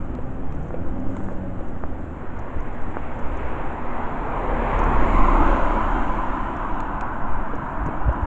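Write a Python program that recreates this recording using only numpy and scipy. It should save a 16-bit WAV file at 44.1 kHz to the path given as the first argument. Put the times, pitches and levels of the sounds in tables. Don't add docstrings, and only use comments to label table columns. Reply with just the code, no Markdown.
import sys
import numpy as np
from scipy import signal
from scipy.fft import rfft, irfft, next_fast_len
from scipy.io import wavfile
from scipy.ndimage import uniform_filter1d

SR = 44100
rng = np.random.default_rng(int(sys.argv[2]) if len(sys.argv) > 2 else 0)


def to_wav(sig):
    pcm = np.clip(np.atleast_2d(sig), -1, 1) * 32767
    pcm = np.round(pcm).astype(np.int16)
    wavfile.write(sys.argv[1], SR, pcm.T)


N = 364266
TIME = np.arange(N) / SR

NEAREST_S, GAP_M, SPEED_M_PER_S, SOUND_M_PER_S = 5.22, 4.8, 14.0, 343
# (frequency [Hz], relative level [dB])
ROAR_FRONT = [(60, -1), (100, -7.5), (180, -13.5), (270, -0.5), (400, -1.5), (650, -2.5), (930, 2),
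              (1150, -5), (1450, -8.5), (2300, -17), (3200, -30.5), (5200, -57), (7200, -45), (8600, -61)]
ROAR_FLANK = [(60, 7), (110, -3), (170, -2), (270, 4), (450, -9.5), (750, -3), (1060, 0.5), (1350, -7),
              (1700, -21), (2050, -16.5), (3000, -28.5), (4200, -43), (5200, -54.5), (7100, -42.5),
              (8600, -55)]
ROAR_REAR = [(60, -16.5), (160, -10.5), (320, 4), (450, -12.5), (620, -6), (800, -2), (980, 2),
             (1170, -3.5), (1400, -5), (1800, -16.5), (2800, -23), (5000, -52), (7000, -42), (8600, -56)]
ROAR_FAR = [(60, -13), (170, -6), (300, -2.5), (440, -19.5), (630, -4.5), (780, -3.5), (980, 2), (1170, -5),
            (1550, -8), (1900, -20.5), (2800, -30.5), (5000, -61), (7000, -52.5), (8600, -63)]
# (time [s], level against the roar [dB], half length [s])
TREAD_FLARES = [(5.24, -8, .12), (5.98, -8, 0.24), (6.42, -5.5, .1)]
# (time [s], level [dB], half length [s])
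HISSES = [(3.05, -50, 0.12), (3.47, -44.5, 0.16), (4.74, -37.5, 0.075)]
# (frequency [Hz], relative level [dB])
HISS_COLOUR = [(500, -8.5), (1400, -0.5), (2300, -1.5), (3300, -16.5), (4800, -39), (8600, -42.5)]
SWISH_COLOUR = [(200, -22.5), (420, -8), (560, 12), (750, -4.5), (1250, -13), (1520, 3.5), (1750, -14.5),
                (3500, -31), (5300, -46.5), (7000, -42), (8600, -55)]
BOOM_COLOUR = [(40, -30.5), (70, -6), (100, -3), (150, 0.5), (220, -18.5), (500, -50), (1500, -93.5)]
# (multiple of firing rate, relative level [dB])
EXHAUST_ORDERS = [(1, 1.5), (2, -14.5), (3, -23.5), (4, -35)]

# (time [s], level [dB])
TICKS = [(.549, -54), (.63, -55), (.683, -54), (.999, -51), (1.683, -52), (2.391, -46.5), (2.604, -48.5),
         (2.818, -52), (3.192, -48), (3.372, -48.5), (4.791, -37), (4.839, -40.5), (6.567, -49),
         (7.554, -46.5), (7.862, -44.5), (8.128, -52)]
CLACKS = [(.151, -30), (0.524, -30), (1.167, -25), (6.803, -22), (7.01, -18.5)]
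SNAPS = [(0.707, -19.5), (1.205, -22), (1.287, -17.5), (1.8382, -11.5), (2.97, -8)]
# (frequency [Hz], width [Hz], gain [dB])
TICK_RINGS = [(6300, 1800, -2.5)]
CLACK_RINGS = [(1050, 440, -3.5), (1900, 450, -14), (6930, 1400, -22.5)]
# (time [s], level [dB], pitch [Hz])
KNOCKS = [(0.188, -21.5, 508), (.742, -16.5, 507), (1.318, -24, 490), (1.608, -22.5, 535),
          (3.604, -21, 490), (7.535, -19.5, 468), (7.862, -17.5, 257), (7.887, -20, 408), (8.092, -18, 580)]
# (time [s], level [dB], pitch [Hz], length [s])
BUMPS = [(7.798, -17.5, 44.4, 0.052), (7.85, -26, 156, 0.057), (8.045, -13, 57, 0.081),
         (8.075, -14, 106, 0.021), (8.221, -14, 65, 0.025)]
# (time [s], level [dB], half length [s])
BUFFETS = [(.5, -33.5, .55), (7.6, -38.5, .7)]
RUBS = [(.65, -66, 0.055), (1.2, -61.5, 0.1), (3.3, -67, 0.32)]
# (frequency [Hz], relative level [dB])
WIND_COLOUR = [(1, 1), (4, 3), (9, -1.5), (18, -9.5), (30, -16.5), (50, -20.5), (90, -26.5), (200, -62.5),
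               (600, -110)]
BUFFET_COLOUR = [(12, -7), (32, 1.5), (70, -3.5), (130, -12.5), (300, -38.5), (900, -90)]
RUSTLE_COLOUR = [(600, 4), (3000, 2.5), (4200, -10.5), (5200, -12.5), (7000, 1.5), (8600, -7.5)]

# (multiple of firing rate, relative level [dB])
PULLING_ORDERS = [(1, -1), (2, -0.5), (3, -9.5), (4, -19), (6, -12)]
SLOWING_ORDERS = [(1, 4), (2, -8.5), (3, -14), (4, -14.5)]
# (time [s], firing rate [Hz], level before trim [dB])
SLOWING_COURSE = [(1.7, 84.2, -42), (2.1, 76.5, -34.5), (2.39, 92.6, -38), (2.822, 85.7, -36),
                  (3.008, 74.4, -35.5), (3.492, 63.3, -27), (3.55, 61.8, -33)]
# (frequency [Hz], relative level [dB])
RUSH_COLOUR = [(40, 3.5), (130, 1), (230, 1), (340, 5), (440, -9), (550, 0.5), (650, -14), (780, -4),
               (1100, -24.5), (1500, -20.5), (2200, -34), (4500, -55)]
TRAFFIC_COLOUR = [(40, -3), (90, -5.5), (200, -9.5), (290, -7), (420, -16.5), (540, -14.5), (1000, -20),
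                  (1450, -23.5), (2100, -34.5), (3000, -42.5), (4300, -62), (5200, -67), (7400, -54),
                  (8600, -66)]
# (start [s], length [s], level [dB])
REVS = [(0.053, 0.546, -42), (0.847, 0.405, -34.5)]


def passing_car():
    along_m = SPEED_M_PER_S * (TIME - NEAREST_S)
    distance_m = np.hypot(GAP_M, along_m)
    near = GAP_M / distance_m
    doppler = 1 / (1 + SPEED_M_PER_S / SOUND_M_PER_S * along_m / distance_m)
    return tyres(near, doppler) + motor(near, doppler)


def tyres(near, doppler, turn_s=0.55, far_from_s=6.15, far_takes_s=0.85, echo_s=0.00367, tread_hz=1054):
    turn = np.clip((TIME - NEAREST_S) / turn_s, -1, 1)
    retreat = np.clip((TIME - far_from_s) / far_takes_s, 0, 1)
    aspect = 1 + turn + retreat
    views = [ROAR_FRONT, ROAR_FLANK, ROAR_REAR, ROAR_FAR]
    roar = sum(np.sqrt(np.maximum(1 - abs(aspect - k), 0)) * noise(view) for k, view in enumerate(views))
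    reflection = 0.051 * np.interp(TIME - near * echo_s, TIME, roar)
    roar = evened(roar + reflection)
    tread = humps(TREAD_FLARES, base_db=-21.5) * whine(tread_hz * doppler, width_hz=24)
    direct = amp(-19.5) * near * opening(2.13, takes=0.35)
    lingering = amp(-31.5) * opening(NEAREST_S, takes=1.0)
    swish = swell(5.5, db=-25.5, rise=0.076, fall=0.22) * noise(SWISH_COLOUR)
    hiss = humps(HISSES) * noise(HISS_COLOUR)
    return np.hypot(direct, lingering) * (mottled(roar, patchy_db=1.57) + tread) + swish + hiss


def motor(near, doppler, firing_hz=31.9, note_hz=224.7, coast_per_s=0.013):
    bend = doppler * (1 - coast_per_s * (TIME - NEAREST_S))
    throb = engine(firing_hz * bend, EXHAUST_ORDERS, wobble=0.013, rough=0.31)
    exhaust = amp(-20) * near ** 0.99 * opening(4.3, takes=0.12) * throb
    note = amp(-35.5) * near ** 0.71 * whine(note_hz * bend, width_hz=4.8)
    boom = swell(4.88, db=-34, rise=0.47, fall=0.45) * noise(BOOM_COLOUR)
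    return exhaust + note + boom


def camera_case(knock_t60_s=0.032, snap_s=0.00024, scuff=0.12):
    out, t = np.zeros(N), TIME[:SR // 5]
    for s, db in TICKS:
        add(out, s, amp(db) * slip(t, TICK_RINGS, t60_s=0.027))
    for s, db in CLACKS:
        add(out, s, amp(db) * slip(t, CLACK_RINGS, t60_s=0.014))
    muffle = signal.butter(6, 2700, fs=SR)
    for s, db, hz in KNOCKS:
        contact = np.sin(2 * np.pi * hz * t) + scuff * rng.standard_normal(len(t))
        knock = amp(db - 60 * t / knock_t60_s) * contact
        add(out, s, signal.lfilter(*muffle, knock))
    u = t / snap_s - 5
    pulse = -np.exp(-u ** 2 / 2) * np.cos(u)
    for s, db in SNAPS:
        add(out, s - 5 * snap_s, amp(db) * pulse)
    for s, db, hz, length in BUMPS:
        arch = np.sin(np.pi * np.minimum(t / length, 1))
        add(out, s, amp(db) * arch * np.sin(2 * np.pi * hz * t))
    return out


def slip(t, rings, t60_s):
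    friction = rng.standard_normal(len(t)) * amp(-60 * t / t60_s)
    out = np.zeros(len(t))
    for hz, width_hz, db in rings:
        resonance = signal.iirpeak(hz, hz / width_hz, SR)
        ring = signal.lfilter(*resonance, signal.lfilter(*resonance, friction))
        out += amp(db) * ring / abs(ring).max()
    return out


def wind(gust_db=3.05):
    gusts = amp(gust_db * drift(5.8))
    return gusts * (amp(-25.5) * noise(WIND_COLOUR) + humps(BUFFETS) * noise(BUFFET_COLOUR))


def clothing(flutter_db=3.0, grain_db=1.5):
    flutter = amp(flutter_db * drift(16) + grain_db * drift(130))
    return flutter * humps(RUBS, base_db=-73) * noise(RUSTLE_COLOUR)


def pull_away(start_hz=50.05, top_hz=98.2, top_s=1.08, sag_hz_per_s=11.5):
    climb_hz = (top_hz - start_hz) * np.minimum(TIME / top_s, 1)
    firing_hz = start_hz + climb_hz - sag_hz_per_s * np.maximum(TIME - top_s, 0)
    level = amp(-38.5 + 3 * opening(top_s, takes=0.12)) * (1 - opening(1.64, takes=0.25))
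    rush_level = amp(-37.5) * (firing_hz / top_hz) * (1 - opening(2.16, takes=0.33))
    rush = rush_level * noise(RUSH_COLOUR)
    return level * engine(firing_hz, PULLING_ORDERS, wobble=0.007, rough=0.22) + rush


def run_down(trim_db=-8.5):
    firing_hz, db = curves(SLOWING_COURSE)
    level = amp(db + trim_db) * presence(SLOWING_COURSE[0][0], SLOWING_COURSE[-1][0], fade=0.09)
    return level * engine(firing_hz, SLOWING_ORDERS, wobble=0.005, rough=0.16)


def revving_engine(start, length, db, low_hz=236, high_hz=288.5):
    progress = np.clip((TIME - start) / length, 0, 1)
    hz = low_hz + (high_hz - low_hz) * progress
    return amp(db) * np.sin(np.pi * progress) * engine(hz, [(1, 0.0045)], wobble=0.0073, rough=0.25)


def traffic():
    drone = amp(-45) * (1 - opening(3.0, takes=0.4)) * whine(hz=262, width_hz=6)
    return amp(-34) * mottled(noise(TRAFFIC_COLOUR), patchy_db=1.0) + drone


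def engine(hz, orders, wobble, rough):
    turns = np.cumsum(hz * (1 + wobble * drift(8.3))) / SR
    out = np.zeros(N)
    for multiple, db in orders:
        flutter = 1 + rough * drift(16)
        out += amp(db) * flutter * np.cos(2 * np.pi * (multiple * turns + rng.random()))
    return np.sqrt(2) * out


def mottled(x, patchy_db):
    frames = dict(nperseg=1024, noverlap=768)
    spectra = signal.stft(x, **frames)[2]
    bands = uniform_filter1d(rng.standard_normal(spectra.shape), size=5, axis=0)
    patches = evened(uniform_filter1d(bands, size=24, axis=1))
    return signal.istft(spectra * amp(patchy_db * patches), **frames)[1][:N]


def whine(hz, width_hz):
    phase = 2 * np.pi * np.cumsum(hz * np.ones(N)) / SR
    return evened(drift(width_hz) * np.cos(phase) + drift(width_hz) * np.sin(phase))


def noise(colour):
    size = next_fast_len(N)
    hz, db = np.transpose(colour)
    gain = amp(np.interp(np.log(np.fft.rfftfreq(size, 1 / SR) + 1), np.log(hz + 1), db))
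    return evened(irfft(rfft(rng.standard_normal(size)) * gain, size)[:N])


def drift(rate_hz, step=128):
    t = TIME[::step]
    hz = np.fft.rfftfreq(len(t), step / SR)
    spectrum = rfft(rng.standard_normal(len(t))) / (1 + (hz / rate_hz) ** 2)
    return np.interp(TIME, t, evened(irfft(spectrum, len(t))))


def humps(rows, base_db=-np.inf):
    power = sum(amp(db) ** 2 * np.exp(-((TIME - s) / half) ** 2) for s, db, half in rows)
    return np.sqrt(amp(base_db) ** 2 + power)


def swell(peak_s, db, rise, fall):
    return amp(db) * np.exp(-np.maximum((peak_s - TIME) / rise, (TIME - peak_s) / fall))


def opening(s, takes):
    return (1 + np.tanh((TIME - s) / takes)) / 2


def presence(start, end, fade):
    return np.exp(-(np.maximum(start - TIME, 0) + np.maximum(TIME - end, 0)) / fade)


def curves(rows):
    s, *columns = np.transpose(rows)
    return [np.interp(TIME, s, column) for column in columns]


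def add(mix, s, sound):
    part = mix[max(round(s * SR), 0):][:len(sound)]
    part += sound[:len(part)]


def evened(x):
    return x / np.sqrt(np.mean(x ** 2) + 1e-20)


def amp(db):
    return 10 ** (np.asarray(db) / 20)


def scene():
    car = passing_car()
    street = traffic() + pull_away() + run_down() + sum(revving_engine(*row) for row in REVS)
    return (car + street + wind() + clothing() + camera_case())[None]


def record(dry):
    taps = signal.firwin(221, 8500, window=("kaiser", 8), fs=SR)
    soft_ends = signal.windows.tukey(N, 0.001)
    return signal.oaconvolve(dry * soft_ends, taps[None], "same")


dry = scene()
out = record(dry)
to_wav(out)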